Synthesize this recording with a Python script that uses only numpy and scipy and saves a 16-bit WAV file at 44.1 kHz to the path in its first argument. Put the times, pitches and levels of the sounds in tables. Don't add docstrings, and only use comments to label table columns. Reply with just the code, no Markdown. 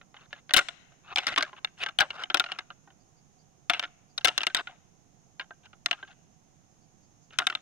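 import sys
import numpy as np
from scipy import signal
from scipy.fft import rfft, irfft
from scipy.io import wavfile

SR = 44100
rng = np.random.default_rng(int(sys.argv[2]) if len(sys.argv) > 2 else 0)


def wav_out(sig):
    wavfile.write(sys.argv[1], SR, np.round(np.clip(np.atleast_2d(sig).T, -1, 1) * 32767).astype(np.int16))


N = 335601

# freq_hz, density_db
AIR_SPECTRUM = [(20, -1.5), (45, -7.5), (90, -3), (145, 1.5), (220, -6.5), (400, -12.5), (620, -16),
                (735, -8.5), (850, -17), (1500, -24.5), (3000, -24.5), (8000, -32), (11500, -36),
                (13000, -45)]
# freq_hz, density_db
INSECT_SPECTRUM = [(3500, -31.5), (4700, -23), (5400, -8), (5850, -10), (6300, -0.5), (6600, 1),
                   (6900, -6.5), (7200, -12.5), (7500, -28), (9000, -46)]
# freq_hz, correlation (unitless)
LIKENESS = [(130, 0.0095), (290, 0.51), (640, 0), (1400, 0), (7000, 0)]
# freq_hz, left_minus_right_db
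SIDE_BALANCE = [(60, -4), (110, -8.5), (200, -14.5), (380, -10), (700, -11), (1290, -12.5), (2380, -6),
                (4400, 0), (8120, -3), (15000, -7)]
# start_s, level_db, favoured_hz (ring favoured by the strike point), edge_db (hard edge, relative)
KNOCKS = [(.0128, -53.5, 1366, -16.5), (0.142, -53.5, 820, -16), (0.1657, -48.5, 2940, -14.5),
          (0.3284, -36.5, 1700, -14.5), (0.4929, -41, 1580, -12), (0.5073, -32.5, 1880, -14.5),
          (.5368, -2.5, 3890, -3), (0.5422, -11, 3050, -12), (.5525, -24.5, 2930, -12.5),
          (0.5639, -5, 2980, -12), (.57, -9, 2965, 1.5), (.579, -16, 1575, -6), (.589, -15.5, 1440, -9),
          (0.6854, -29, 3430, -6.5), (.92, -66.5, 777, -20), (1.1591, -19, 3050, -4),
          (1.1722, -23.5, 2230, -12), (1.1829, -19.5, 2770, -10), (1.188, -25, 2840, -10.5),
          (1.2679, -21.5, 2070, -2), (1.2787, -28, 3730, -6), (1.286, -32.5, 1427, -2.5),
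          (1.3608, -25.5, 3290, -8.5), (1.3763, -18, 1224, -17.5), (1.3813, -22, 1068, -3.5),
          (1.4072, -27.5, 1510, -15), (1.425, -22.5, 1604, -3), (1.4486, -43, 1630, -13),
          (1.5295, -51.5, 1040, -33), (1.6461, -22.5, 3560, -9), (1.8353, -25, 2800, -10.5),
          (1.8615, -27.5, 1570, -14.5), (1.8869, -36.5, 2520, -7.5), (1.9872, -13.5, 3160, -20),
          (2.0013, -26, 1440, -6), (2.0056, -11.5, 1594, -9), (2.0171, -23, 1416, -19),
          (2.1037, -29.5, 2980, -15.5), (2.236, -27.5, 3010, -10.5), (2.2999, -26.5, 1425, -16.5),
          (2.3438, -12.5, 1345, -9), (2.3709, -24, 3000, -5), (2.3973, -15, 3620, -3.5),
          (2.403, -26.5, 1350, -27.5), (2.4397, -33, 1370, -11), (2.4614, -37.5, 1545, -17),
          (2.5181, -27, 2860, -11), (2.5869, -31, 1533, -7.5), (2.7028, -45.5, 1214, -29.5),
          (2.874, -65.5, 688, -31), (2.903, -61, 1006, -15), (3.6974, -14, 1378, -13),
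          (3.7347, -23.5, 2620, -13), (3.7452, -29.5, 2570, -24), (3.7948, -23.5, 2945, -9.5),
          (3.8259, -35.5, 1380, -13.5), (3.836, -30, 1480, -16), (3.85, -41.5, 1400, -14),
          (4.1784, -27, 3900, 2), (4.21, -42.5, 2830, -5.5), (4.2458, -7, 2740, -6.5),
          (4.254, -10.5, 3550, -5.5), (4.2725, -24, 1347, -6), (4.2818, -16.5, 2870, -5.5),
          (4.288, -24, 2840, -15), (4.3778, -18.5, 3940, -2.5), (4.4059, -29, 3000, -18),
          (4.4147, -29.5, 2890, -11), (4.4325, -25.5, 2530, -7), (4.4675, -17.5, 2770, -8),
          (4.4996, -42, 1540, -15), (4.5468, -17, 3600, 0), (4.5674, -26, 3710, -2),
          (4.6715, -36.5, 1450, -17), (5.3961, -32, 1580, -15.5), (5.409, -39, 1560, -18),
          (5.5069, -51.5, 1573, -45.5), (5.656, -50, 2830, -6.5), (5.73, -55.5, 1290, -25),
          (5.8596, -20, 3900, -2.5), (5.9108, -18.5, 2780, -13), (5.928, -28.5, 2780, -18),
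          (6.0272, -43, 1580, -37), (7.306, -54.5, 2590, -22), (7.333, -55, 1494, -2.5),
          (7.3865, -15.5, 3880, -4.5), (7.3997, -32.5, 1450, -33), (7.4195, -39, 1420, -41),
          (7.4683, -15, 3454, -6.5), (7.499, -29, 1476, -12.5), (7.5243, -39, 1460, -22),
          (7.5506, -24, 3720, -9)]
# freq_hz, level_db, t60_s
BONE_MODES = [(291.5, -8.5, 0.068), (369, -7, 0.055), (603, -5.5, 0.055), (732.2, -0.5, 0.066),
              (836, -2.5, 0.039), (957.6, -8, 0.032), (1072, -2.5, 0.041), (1250, -3, .04),
              (1381, 3.5, 0.037), (1480, -4.5, 0.031), (1580, -1.5, 0.061), (1780, -7.5, 0.035),
              (2024, 0.5, 0.016), (2100, -4.5, 0.066), (2395, 0.5, 0.017), (2590, -6, 0.025),
              (2800, 3.5, .026), (2901, -0.5, 0.057), (3050, 1, .03), (3325, -3, .024), (3555, 3.5, 0.02),
              (3810, -1, 0.014), (4006, -10.5, 0.034), (4130, -6.5, .02), (5320, -3.5, 0.015),
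              (5480, -12, 0.038), (6000, -6, .018)]
# freq_hz, density_db
CRACK_SPECTRUM = [(40, -16.5), (200, -8), (600, 1), (1400, 6), (3500, 3.5), (5000, -7), (7500, -15.5),
                  (11000, -19), (16000, -34.5)]
# low_hz, high_hz
BANDS = [(30, 1750), (1750, 4500), (4500, 17000)]
# freq_hz, t60_s
WOODS_DECAY = [(300, .8), (1000, 1.0), (2500, 1.0), (5000, .62), (10000, .33)]
# freq_hz, level_db
WOODS_COLOUR = [(200, -2.5), (800, -4.5), (1500, -13), (2600, -11.5), (3600, -17), (5000, -9), (8000, 3),
                (16000, -19)]
# start_s, end_s, start_db, end_db, favoured_hz
SCRAPES = [(0.148, 0.267, -56.5, -64.5, 1200), (0.303, 0.406, -57, -58.5, 2100),
           (0.594, .638, -36.5, -64, 560), (1.032, 1.14, -57, -39, 1180), (1.18, 1.292, -38, -50, 2100),
           (1.274, 1.348, -36, -35, 1900), (1.365, 1.421, -32.5, -39, 1096),
           (1.457, 1.499, -53, -46.5, 1116), (1.562, 1.594, -48.5, -51, 1250),
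           (1.77, 1.836, -58.5, -26, 2800), (1.874, 1.898, -45.5, -33.5, 1300),
           (2.008, 2.073, -24.5, -60, 586), (2.124, 2.236, -53.5, -35, 1485),
           (2.482, 2.615, -41.5, -59, 1270), (3.704, 3.837, -37.5, -52.5, 2630),
           (4.305, 4.443, -60, -45, 1480), (4.554, 4.617, -26.5, -45, 1400),
           (4.683, 4.768, -47.5, -69, 747), (5.629, 5.672, -66, -52.5, 1524),
           (5.938, 6.022, -64, -55, 1480), (6.068, 6.138, -57, -55.5, 1517),
           (7.32, 7.384, -51.5, -63.5, 1530), (7.384, 7.462, -36, -52, 1430),
           (7.479, 7.537, -65, -64, 1610)]
# start_s, level_db
CHIPS = [(2.98, -74), (3.15, -70), (3.37, -68.5), (4.071, -70.5), (6.80, -75), (7.01, -75), (7.21, -77)]

EDGE_HZ = 16300
FAVOUR_DB = 11
USUAL_DB, USUAL_HZ = -30, 2000
BEAM_DB, BEAM_DB_PER_DB, BEAM_DB_PER_OCTAVE = -10, -0.0929, -6.5
SOFT_EDGE_DB, BEAM_DB_PER_SOFT_DB = -17.5, 0.4972
RING_LENGTH, RING_SLOPE = 0.96, -.35
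PAN_DB, PAN_DB_PER_DB, CLASH_DB, CLASH_PAN_DB_PER_DB = 1.74, 0.1394, -18, 0.78
REBOUND_S, REBOUND_SPREAD = 0.015, 0.27
REBOUND_DB, REBOUND_DB_PER_DB, REBOUND_STEP_DB, REBOUND_DB_PER_OCTAVE = -21, -0.06, -13, -7.5
REBOUND_HZ, REBOUND_OCTAVES, REBOUND_EDGE_DB = 1300, 0.37, -17


def gain_of(db):
    return 10 ** (np.asarray(db) / 20)


def evened(x):
    return x / np.sqrt(np.mean(x ** 2, -1, keepdims=True) + 1e-20)


def read(points, hz):
    f, value = np.transpose(points)
    return np.interp(np.log(hz + 1), np.log(f), value)


def add(mix, start_s, sound):
    part = mix[:, max(round(start_s * SR), 0):][:, :sound.shape[1]]
    part += sound[:, :part.shape[1]]


def noise(spectrum, size, likeness):
    a, b = rfft(rng.standard_normal((2, size)))
    likeness = np.clip(likeness, -1, 1)
    pair = np.array([a, likeness * a + np.sqrt(1 - likeness ** 2) * b])
    colour = gain_of(read(spectrum, np.fft.rfftfreq(size, 1 / SR)))
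    return evened(irfft(pair * colour, size))


def background(air_db=-65, insects_db=-70.5, shimmer_db=1):
    hz = np.fft.rfftfreq(N, 1 / SR)
    likeness = read(LIKENESS, hz)
    shimmer = noise([(2, 0), (25, -6), (80, -60), (200, -120)], N, .5)
    air = noise(AIR_SPECTRUM, N, likeness) * gain_of(air_db)
    insects = noise(INSECT_SPECTRUM, N, likeness) * gain_of(insects_db + shimmer_db * shimmer)
    side_gain = gain_of(np.outer([.5, -.5], read(SIDE_BALANCE, hz)))
    return irfft(rfft(air + insects) * side_gain, N)


def ring(t, favoured_hz, length, favour_width=0.098, spread_db=3.5, grip=.035, apart_rad=0.36,
         lead_s=.00008, travel_s=0.0011):
    hz, db, t60_s = np.transpose(BONE_MODES)
    share, detune, left, right = rng.standard_normal((4, len(hz)))
    hz = hz * (1 + grip * detune)
    hz[np.argmin(abs(hz - favoured_hz))] = favoured_hz
    near = np.exp(-(np.log(hz / favoured_hz) / favour_width) ** 2)
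    db = db + spread_db * share * (1 - near) + FAVOUR_DB * near
    t60_s = np.minimum(t60_s, 80 / hz) * length
    polarity = rng.choice([-1, 1], (len(hz), 1))
    decays = polarity * gain_of(db[:, None] - 60 * t / t60_s[:, None])
    decays = decays * (1 - np.exp(-t / travel_s * (hz[:, None] / 1000) ** 2))
    phase = np.array([apart_rad * left, apart_rad * right + 2 * np.pi * hz * lead_s])
    waves = np.sin(2 * np.pi * hz[:, None] * t + phase[..., None])
    return evened((decays * waves).sum(1))


def nearby(x, echo=0.24, latest_s=.005, count=5):
    out = x.copy()
    for delay_s, size in zip(rng.uniform(.001, latest_s, count), rng.standard_normal(count)):
        add(out, delay_s, echo * size * x)
    return out


def dulled(x, corner_hz):
    sos = signal.butter(2, np.clip(corner_hz, 800, 18000), fs=SR, output="sos")
    return signal.sosfilt(sos, x)


def knock(level_db, beam_db, edge_db, favoured_hz, length, pan_db, crack_db=-4, crack_t60_s=0.012,
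          rise_s=0.0006, shade_db=3, beam_pan=0.59, beam_side_db=-1, corner_hz=12000, db_per_octave=45):
    t = np.arange(SR // 8) / SR
    length = max(length, .3)
    crack = evened(noise(CRACK_SPECTRUM, len(t), 1.0) * gain_of(-60 * t / (crack_t60_s * length)))
    contact = ring(t, favoured_hz, length) + gain_of(crack_db) * crack
    blow = nearby(contact * (1 - np.exp(-t / rise_s)))
    blow = dulled(blow, corner_hz * 2 ** ((level_db + edge_db) / db_per_octave))
    shares = [(beam_db, beam_pan * pan_db + beam_side_db), (0, pan_db), (edge_db, pan_db + shade_db)]
    out = 0
    for band, (db, side_db) in zip(BANDS, shares):
        part = signal.sosfilt(signal.butter(3, band, "band", fs=SR, output="sos"), blow)
        out = out + evened(part) * gain_of([[db], [db - side_db]])
    return out * gain_of(level_db) * np.sqrt(.01 * SR / len(t))


def strike(level_db, favoured_hz, edge_db):
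    force_db, octaves = level_db - USUAL_DB, np.log2(favoured_hz / USUAL_HZ)
    beam_db = BEAM_DB + BEAM_DB_PER_DB * force_db + BEAM_DB_PER_OCTAVE * octaves
    beam_db += BEAM_DB_PER_SOFT_DB * max(SOFT_EDGE_DB - edge_db, 0)
    pan_db = PAN_DB + PAN_DB_PER_DB * force_db + CLASH_PAN_DB_PER_DB * max(level_db - CLASH_DB, 0)
    length = RING_LENGTH * 2 ** (RING_SLOPE * octaves)
    return knock(level_db, beam_db, edge_db, favoured_hz, length, pan_db)


def woods(x, wet_db=-29, build_s=0.004, turn_s=0.0057, count=4):
    turns, out = np.arange(N) / SR / turn_s, 0
    for k in range(count):
        hz, t, z = signal.stft(rng.standard_normal((2, SR)), SR, nperseg=256)
        decay_db = -60 * t / read(WOODS_DECAY, hz)[:, None]
        z = z * gain_of(read(WOODS_COLOUR, hz)[:, None] + decay_db) * (1 - np.exp(-t / build_s))
        tail = signal.istft(z, SR, nperseg=256)[1]
        tail = tail / np.linalg.norm(tail[0])
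        fade = np.sin(np.pi / 2 * np.minimum((turns - k) % count, 2))
        out = out + signal.fftconvolve(x * fade, tail, axes=1)[:, :N]
    return gain_of(wet_db) * out


def rebounds(count=2):
    out = np.zeros((2, N))
    draws = rng.standard_normal((len(KNOCKS), 2, count))
    for (start_s, level_db, hz, _), (late, spot) in zip(KNOCKS, draws):
        first_db = level_db + REBOUND_DB + REBOUND_DB_PER_DB * (level_db - USUAL_DB)
        first_db += REBOUND_DB_PER_OCTAVE * max(np.log2(hz / USUAL_HZ), 0)
        delays_s = np.cumsum(REBOUND_S * np.exp(REBOUND_SPREAD * late))
        for k, delay_s in enumerate(delays_s):
            tap_hz = REBOUND_HZ * 2 ** (REBOUND_OCTAVES * spot[k])
            add(out, start_s + delay_s, strike(first_db + k * REBOUND_STEP_DB, tap_hz, REBOUND_EDGE_DB))
    return out


def scrape(seconds, start_db, end_db, favoured_hz, uneven_db=2.5, grit_db=-7, corner_hz=5800,
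           corner_slope=.9, fade_s=.007, trim_db=1, right_db=-2, count=4):
    slips_per_s, hold_s, catch_db, wander, ring_width = 1100, .009, 2.3, .1, .15
    size, t = max(round(seconds * SR), 64), np.arange(SR // 16) / SR
    slips = rng.random(size) < slips_per_s / SR
    slips = slips * gain_of(uneven_db * np.minimum(rng.exponential(1, size), 3))
    pressure = gain_of(np.linspace(start_db, end_db, size)) * signal.windows.tukey(size, 2 * fade_s / seconds)
    hop = np.cumsum(rng.random(size) < 1 / (hold_s * SR))
    catch = gain_of(catch_db * rng.standard_normal(size + 1)[hop])
    slips = slips * rng.choice([-1, 1], size) * pressure * catch
    rub = 0
    for k in range(count):
        grit = evened(noise(CRACK_SPECTRUM, len(t), 0.92) * gain_of(-60 * t / 0.0078))
        point_hz = favoured_hz * (1 + wander * rng.uniform(-1.2, 1))
        touch = ring(t, point_hz, 0.49, ring_width) + gain_of(grit_db) * grit
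        rub = rub + signal.fftconvolve((slips * (hop % count == k))[None], touch, axes=1)
    rub = dulled(rub, corner_hz * (favoured_hz / USUAL_HZ) ** corner_slope)
    rub = evened(rub) * np.sqrt(np.sum(pressure ** 2) / rub.shape[1])
    return rub * gain_of([[trim_db], [trim_db + right_db]])


def antlers():
    out = np.zeros((2, N))
    for start_s, *blow in KNOCKS:
        add(out, start_s, strike(*blow))
    for start_s, end_s, *stroke in SCRAPES:
        add(out, start_s, scrape(end_s - start_s, *stroke))
    return out + rebounds()


def bird(centre_hz=4700, width_hz=450, distance_db=2, seconds=0.075):
    size = round(seconds * SR)
    colour = [(centre_hz - 2 * width_hz, -40), (centre_hz - width_hz / 2, -3),
              (centre_hz + width_hz / 2, 0), (centre_hz + 2 * width_hz, -50)]
    out = np.zeros((2, N))
    for start_s, level_db in CHIPS:
        chip = noise(colour, size, 0.17) * signal.windows.hann(size)
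        add(out, start_s, gain_of(level_db - distance_db) * chip)
    return out


def scene():
    near = antlers()
    return near + woods(near) + bird() + background()


def record(dry, ceiling=.335, bias=0.027):
    fine = signal.resample_poly(dry, 2, 1, axis=1) + bias
    fine = fine / (1 + (fine / ceiling) ** 8) ** (1 / 8) - bias
    clipped = signal.resample_poly(fine, 1, 2, axis=1)
    band_limit = signal.firwin(255, EDGE_HZ, window=("kaiser", 9), fs=SR)
    return signal.oaconvolve(clipped, band_limit[None], "same")


dry = scene()
out = record(dry)
wav_out(out)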